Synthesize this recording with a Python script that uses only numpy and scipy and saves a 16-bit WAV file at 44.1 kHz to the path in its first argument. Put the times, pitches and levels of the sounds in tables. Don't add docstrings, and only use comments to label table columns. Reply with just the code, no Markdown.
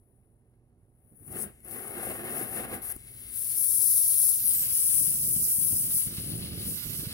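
import sys
import numpy as np
from scipy import signal
from scipy.fft import rfft, irfft, next_fast_len
from scipy.io import wavfile
from scipy.ndimage import uniform_filter1d, map_coordinates

SR = 44100
rng = np.random.default_rng(int(sys.argv[2]) if len(sys.argv) > 2 else 0)


def transcribe(u):
    v = np.clip(np.atleast_2d(u).T, -1, 1)
    q = np.round(v * 32767).astype(np.int16)
    wavfile.write(sys.argv[1], SR, q)


N = 314433
T = np.arange(N) / SR

# (start [s], end [s], level at the start [dB], level at the end [dB])
SPIT = (2.818, 2.926, -53, -47)
# (time [s], hiss level ahead of the layer gain [dB], aim left over right [dB])
OXYGEN = [(2.99, -54, 9.0), (3.31, -44, 9.0), (3.37, -34, 8.5), (3.55, -32, 9.5), (3.58, -27, 12.0),
          (3.76, -24.8, 8.5), (3.83, -24, 11.5), (3.91, -24, 5.5), (3.98, -24, 10.5), (4.05, -24.5, 5.0),
          (4.15, -24, 9.5), (4.29, -24, 10.0), (4.42, -31, 0.5), (4.47, -26, 6.5), (4.6, -27, 3.0),
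          (4.68, -31, 5.5), (4.8, -27, 2.5), (4.89, -25.5, 5.0), (4.94, -24.5, 10.0), (5.0, -24, 5.0),
          (5.08, -27, 7.0), (5.16, -29.3, 4.0), (5.46, -27.5, 1.5), (5.6, -27, 7), (5.81, -27.5, 2.0),
          (5.88, -33, 1.5), (5.97, -27, 3.5), (6.0, -29, 6.0), (6.11, -40, 1.0), (6.29, -40, 4.0),
          (6.52, -45, 0.0), (6.7, -36, 2.0), (6.82, -39.5, -11), (6.9, -38, -8), (7.0, -37, 0.0),
          (7.06, -42, -3.5), (7.12, -43, -1.0)]
SEAT_S = 2.965
FLARE_CUT_S, TEAR_S = 1.478, 1.649
OPENING_START_S, OPENING_END_S = 2.78, 4.3


def undb(db):
    return 10 ** (np.asarray(db) / 20)


def curves(rows):
    times, *columns = np.transpose(rows)
    return [np.interp(T, times, column) for column in columns]


def colour(x, points):
    hz, db = np.transpose(points)
    size = next_fast_len(N)
    bins = np.maximum(np.arange(size // 2 + 1) * SR / size, 1)
    gain = undb(np.interp(np.log(bins), np.log(hz), db))
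    return irfft(rfft(x, size) * gain, size)[..., :N]


def unit(x):
    return x / np.sqrt(np.mean(x ** 2))


def walk(rate):
    step = max(int(SR / rate), 1)
    held = np.repeat(rng.standard_normal(N // step + 1), step)
    return unit(uniform_filter1d(held, step)[:N])


def eddies(rate, depth_db):
    return unit(rng.standard_normal(N) * undb(depth_db * walk(rate)))


def crackle(rate, spread_db):
    size_db = spread_db * np.minimum(rng.exponential(size=N), 5)
    pulses = undb(size_db) * rng.choice([-1, 1], N)
    return unit(pulses * (rng.random(N) < rate / SR))


def hold(start, end, attack, release):
    return np.exp(np.minimum(T - start, 0) / attack - np.maximum(T - end, 0) / release)


def delay(x, ms):
    return map_coordinates(x, [np.arange(N) - ms * SR / 1000], order=3)


def scatter(pair, room_db, t60):
    t = T[:SR // 3]
    tail = rng.standard_normal((2, len(t))) * undb(-60 * t / t60) * (t > .001)
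    tail /= np.sqrt(np.sum(tail ** 2, axis=1, keepdims=True))
    room = signal.fftconvolve(pair, tail, axes=1)[:, :N]
    return (pair + undb(room_db) * room) / np.hypot(1, undb(room_db))


def place(x, lag_ms, room_db, t60):
    return scatter(np.array([x, delay(x, lag_ms)]), room_db, t60)


def seated():
    return np.clip(1 + (T - SEAT_S) / .3, 0, 1)


def workshop():
    # (frequency [Hz], relative level [dB])
    rumble_spectrum = [(20, -17), (40, -5), (55, 0.5), (75, -2), (105, -3.5), (155, -10.5), (210, -11.5),
                       (300, -16.5), (390, -14), (520, -22.5), (700, -25), (1000, -33), (3000, -66),
                       (8000, -92)]
    # (frequency [Hz], level [dB])
    hum_tones = [(54, -66.5), (101, -66), (120, -64), (180, -82), (241, -68)]
    hum = np.zeros(N)
    for hz, db in hum_tones:
        hum += undb(db + .5 * walk(5)) * np.sin(2 * np.pi * hz * T + .1 * walk(3))
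    rumble = unit(colour(rng.standard_normal(N), rumble_spectrum))
    rumble_db = np.interp(T, [1, 2.5], [-63.5, -56.5])
    hum_rise_db = np.interp(T, [1, 2.5], [-5, 4.5])
    return rumble * undb(rumble_db) + hum * undb(hum_rise_db)


def puffs():
    # (time [s], peak level [dB])
    puff_times = [(4.894, -42), (5.365, -34), (5.453, -39), (5.587, -35), (5.728, -32), (5.945, -38),
                  (5.968, -37), (6.073, -32), (6.128, -34), (6.185, -29), (6.296, -34), (6.392, -33),
                  (6.512, -32), (6.658, -33), (6.693, -33), (6.872, -33), (6.994, -29), (7.033, -33),
                  (7.072, -30)]
    width_s = .0013
    pressure = np.zeros(N)
    for time, db in puff_times:
        age = (T - time) / width_s
        pressure += undb(db) * age * np.exp((1 - age ** 2) / 2)
    return pressure


def plume_roar():
    # (frequency [Hz], relative level [dB])
    roar_spectrum = [(25, -29), (55, -1.5), (90, 3.5), (180, 1), (280, -5.5), (420, -11.5), (620, -22.5),
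                     (900, -34), (2000, -68)]
    # (start [s], end [s], level [dB])
    swell_times = [(1.3, 1.357, -46.5), (4.45, 4.744, -53.5), (5, 5.164, -46.5), (5.194, 5.446, -46),
                   (5.62, 5.91, -46.5), (6.098, 6.12, -41.5), (6.254, 6.465, -38.5), (6.507, 6.722, -39.5),
                   (6.89, 7.123, -43.5)]
    # (time [s], level [dB])
    gust_times = [(1.13, -57), (1.222, -53), (1.475, -48), (5.275, -39), (5.315, -42), (5.738, -39),
                  (6.21, -39), (6.52, -38), (6.87, -40)]
    rest_db, gust_width_s = -82, .016
    swells = [undb(db) * hold(start, end, attack=.048, release=.066) for start, end, db in swell_times]
    gusts = [undb(db) * np.exp(-((T - time) / gust_width_s) ** 2 / 2) for time, db in gust_times]
    strongest = np.max(swells + gusts, axis=0)
    billows = eddies(rate=80, depth_db=1.5) + .7 * crackle(rate=170, spread_db=1)
    return unit(colour(billows, roar_spectrum)) * (undb(rest_db) * seated() + strongest)


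def cone_rush():
    # (time [s], level [dB])
    cone_levels = [(2.99, -67), (3.3, -63), (3.55, -60), (4.3, -60.5), (4.5, -57.5), (5.35, -63.5),
                   (6.2, -58.5), (7.12, -56)]
    # (frequency [Hz], relative level [dB])
    rush_spectrum = [(400, -11.5), (950, -5), (1400, 0), (2000, 1.5), (3000, 7), (4800, 6.5), (6500, -8),
                     (12000, -28)]
    # (frequency [Hz], gain [dB])
    smothered = [(900, -12), (2100, 5.5), (3200, -10.5), (4800, -17), (8000, 12)]
    linger_db, gain_db = -77.5, 9
    rush_db, = curves(cone_levels)
    rush = unit(colour(eddies(rate=60, depth_db=2.0), rush_spectrum))
    opened = np.interp(T, [OPENING_START_S, OPENING_END_S], [0, 1])
    rush = opened * rush + (1 - opened) * colour(rush, smothered)
    lingering = undb(linger_db) * hold(FLARE_CUT_S, TEAR_S, attack=.03, release=.03)
    return rush * (undb(rush_db) * seated() + lingering) * undb(gain_db)


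def gas_flow():
    # (time [s], hiss level [dB])
    lazy_hiss = [(0, -72.5), (.7, -85), (1.05, -75.5), (1.585, -89), (1.61, -63), (1.645, -63)]
    # (start [s], end [s], burning level [dB], hiss level [dB])
    first_flare = (1.36, 1.375, -43, -36.5)
    # (time [s], burning level [dB], hiss level [dB])
    ragged_tearing = [(1.66, -54, -50.5), (1.714, -47, -39.5), (1.95, -43, -43.5), (1.98, -39.5, -42),
                      (2.082, -41, -38.5), (2.114, -37.5, -39), (2.14, -42.5, -42.5), (2.408, -37, -37.5),
                      (2.512, -45.5, -41.5), (2.568, -36, -36), (2.642, -39, -39.5), (2.672, -46, -45.5),
                      (2.744, -36.5, -39), (2.806, -52.5, -53)]
    lazy_db = -76
    start, end, flare_db, flare_hiss_db = first_flare
    at_seating = (SEAT_S, -51, -47)
    tear_db, tear_hiss_db = curves([*ragged_tearing, at_seating])
    flaring = hold(start, end, attack=.04, release=.12)
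    flaring = flaring * hold(0, FLARE_CUT_S, attack=.04, release=.022)
    flare_hissing = hold(1.395, 1.425, attack=.075, release=.028)
    tearing = hold(TEAR_S, T[-1], attack=.007, release=1)
    burn = undb(lazy_db) + undb(flare_db) * flaring + undb(tear_db) * tearing
    lazy_hiss_db, = curves(lazy_hiss)
    fuel = undb(lazy_hiss_db) + undb(flare_hiss_db) * flare_hissing + undb(tear_hiss_db) * tearing
    oxygen_db, _ = curves(OXYGEN)
    return 20 * np.log10(burn), np.where(T < SEAT_S, 20 * np.log10(fuel), oxygen_db)


def flare(burn_db):
    start_s, end_s = 1.29, 1.49
    start_hz, rise_hz_per_s = 171, 215
    hz = start_hz + rise_hz_per_s * (np.clip(T, start_s, end_s) - start_s)
    phase = 2 * np.pi * np.cumsum(hz * (1 + .0764 * walk(120))) / SR
    buzz = undb(-1) * np.sin(phase) + undb(-4) * np.sin(2 * phase)
    return buzz * undb(burn_db + 2 * walk(90)) * hold(start_s, end_s, attack=.015, release=.008)


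def flutter(burn_db):
    # (frequency [Hz], relative level [dB])
    ragged_spectrum = [(40, -16), (100, 1.5), (190, 6.5), (290, 0.5), (410, 6), (600, 0), (780, 2),
                       (880, -8), (1020, -6.5), (1800, -2.5), (2150, -6), (2650, -7), (3000, -12.5),
                       (5000, -24.5), (9000, -43)]
    # (frequency [Hz], gain [dB])
    shrunk = [(150, -8), (300, -7), (600, -1.5), (2000, 2.5)]
    spit_start, spit_end, _, _ = SPIT
    bursts = eddies(rate=130, depth_db=2.5) + .6 * crackle(rate=1400, spread_db=2.1)
    torn = np.interp(T, [.9, 1.25], [.45, 1]) * hold(0, spit_end, attack=.01, release=.024)
    ragged = unit(colour(bursts, ragged_spectrum))
    body = hold(0, spit_start, attack=.01, release=.01)
    burning = body * ragged + (1 - body) * colour(ragged, shrunk)
    return burning * undb(burn_db) * torn


def seating():
    # (time [s], level [dB])
    pops = [(1.605, -60), (1.649, -55), (1.685, -49), (1.711, -44), (2.902, -44), (2.916, -42),
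            (2.922, -43), (2.964, -47)]
    # (frequency [Hz], gain [dB])
    sizzle_spectrum = [(300, -12), (1000, 1), (2500, 0), (4000, -3), (7000, -3.5), (9500, 0), (16000, 0)]
    # (frequency [Hz], relative level [dB])
    thud_spectrum = [(60, 10), (200, 11), (600, -2), (1000, -9), (3000, -30)]
    thud_db = -39.5
    start, end, start_db, end_db = SPIT
    gate = uniform_filter1d(1. * (T > start) * (T < end), size=150)
    spit_db = np.interp(T, [start, end], [start_db, end_db])
    spit = crackle(rate=20000, spread_db=2.5) * gate * undb(spit_db)
    cracks = sum(undb(db) * np.exp(-np.abs(T - time) / .0008) for time, db in pops)
    thud = unit(colour(rng.standard_normal(N), thud_spectrum))
    thud = thud * undb(thud_db) * np.exp(-np.abs(T - SEAT_S) / .0035)
    return colour(spit + cracks * rng.standard_normal(N), sizzle_spectrum) + thud


def waver(gas):
    for hz in [5000, 8200, 11800, 14600]:
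        bell = [(hz / 1.4, -40), (hz / 1.1, -3), (hz, 0), (hz * 1.1, -3), (hz * 1.4, -40)]
        band = colour(gas, bell)
        swell_db = 1.1 * np.array([walk(11), walk(11)])
        gas = gas + band * (undb(swell_db) - 1)
    return gas


def jet(hiss_db, lag_ms, bounce_ms, bounce):
    # (frequency [Hz], relative level [dB])
    jet_spectrum = [(800, -26), (2000, -32), (3000, -24.5), (4200, -8.5), (5300, 2), (6600, 2), (8000, 4),
                    (10000, 1.5), (16000, 2)]
    # (frequency [Hz], gain [dB])
    weak_jet = [(6000, -50), (8500, -15), (10200, 2.5), (11500, -14), (13000, -6), (16000, -10)]
    # (frequency [Hz], gain [dB])
    eased_jet = [(7000, 3.5), (8500, 2), (12000, 1.5), (14000, -1.5)]
    # (frequency [Hz], gain [dB])
    glint = [(5500, 1), (10000, -2), (13000, 4), (16000, 4)]
    gain_db, right_bounce = -15, .19
    full_speed_db, brighten = -35, .46
    core, left, right = rng.standard_normal((3, N))
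    shared = np.array([core, delay(core, lag_ms)])
    gas = colour(shared + undb(-1.0) * np.array([left, right]), jet_spectrum)
    speed = np.minimum(undb(brighten * (hiss_db - full_speed_db)), 1)
    gas = unit(speed * gas + (1 - speed) * colour(gas, weak_jet))
    eased = np.interp(T, [6, 6.15], [0, 1])
    gas = (1 - eased) * gas + eased * colour(gas, eased_jet)
    gas = waver(gas)
    unsteady = 1 - seated()
    flicker_db = (.7 + .5 * unsteady) * walk(400)
    flicker_db += (.45 + .6 * unsteady) * walk(45)
    flicker_db += (.3 + .7 * unsteady) * walk(14)
    hiss = gas * undb(hiss_db + gain_db + flicker_db)
    ports = []
    for direct, share in zip(hiss, [bounce, right_bounce * bounce]):
        reflected = colour(delay(direct, bounce_ms), glint)
        ports.append((direct - share * reflected) / np.hypot(1, share))
    return np.array(ports)


def bench_echo(hiss, bounce_ms):
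    ms = 1.05 + bounce_ms + .012 * walk(3.03)
    share = np.interp(T, [OPENING_START_S, OPENING_END_S], [.26, .15])
    return np.array([direct + share * delay(direct, ms) for direct in hiss]) / np.hypot(1, share)


def beam():
    fuel_pan_db, left_lead_db = 12.5, 8
    _, aim_db = curves(OXYGEN)
    pan_db = fuel_pan_db + seated() * (aim_db - fuel_pan_db) + 1.2 * walk(10)
    swing = undb(pan_db - left_lead_db)
    power_match = np.hypot(undb(left_lead_db), 1) / np.hypot(undb(pan_db), 1)
    return np.array([swing, np.ones(N)]) * power_match


def scene():
    # (time [s], lag of the right port [ms], delay of the bounce off the steel [ms],
    # share of that bounce [ratio])
    torch_pose = [(0, .168, .05, 0), (2.9, .168, .05, 0), (3.4, .19, .05, 0), (4.3, .185, .06, 0),
                  (4.44, .17, .125, .45), (4.51, .155, .162, .8), (4.6, .14, .194, .75),
                  (4.7, .125, .23, .45), (4.8, .115, .25, .05), (6.1, .125, .17, 0), (6.5, .13, .145, .25),
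                  (6.7, .13, .1, .05), (6.82, .13, .072, .3), (7.13, .13, .065, .1)]
    burn_db, hiss_db = gas_flow()
    lag_ms, bounce_ms, bounce = curves(torch_pose)
    rush = cone_rush()
    roar = plume_roar()
    hiss = bench_echo(jet(hiss_db, lag_ms, bounce_ms, bounce), bounce_ms)
    hiss = scatter(hiss, room_db=-8, t60=.08)
    spits = place(seating(), lag_ms, room_db=-12, t60=.04)
    burning = place(flutter(burn_db) + flare(burn_db) + rush, lag_ms, room_db=-6, t60=.2)
    lows = place(roar + puffs() + workshop(), lag_ms, room_db=-12, t60=.3)
    return (hiss + spits) * beam() + burning + lows


def record(dry):
    # (frequency [Hz], gain [dB])
    left_port = [(60, -3), (200, -3.5), (500, -1), (1300, 0), (3200, -1.5), (4000, 2), (4800, .5),
                 (6900, 1.5), (8000, 10), (9000, 19), (9500, 25), (10150, 28.5), (10700, 26), (11400, 22.5),
                 (13000, 18), (15700, 16.5)]
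    # (frequency [Hz], gain [dB])
    right_port = [(60, 2), (200, 2), (500, 1), (1300, 0), (4400, 2), (5400, 3.5), (6900, 0), (8400, 4),
                  (9100, 7.5), (10000, 10), (11000, 15.5), (13000, 17.5), (14500, 15), (15700, 13.5)]
    noise_db, top_hz = -91, 15800
    heard = np.array([colour(dry[0], left_port), colour(dry[1], right_port)])
    heard = heard + undb(noise_db) * rng.standard_normal((2, N))
    low_pass = signal.ellip(12, .2, 80, top_hz, fs=SR, output="sos")
    return signal.sosfilt(low_pass, heard)


dry = scene()
out = record(dry)
transcribe(out)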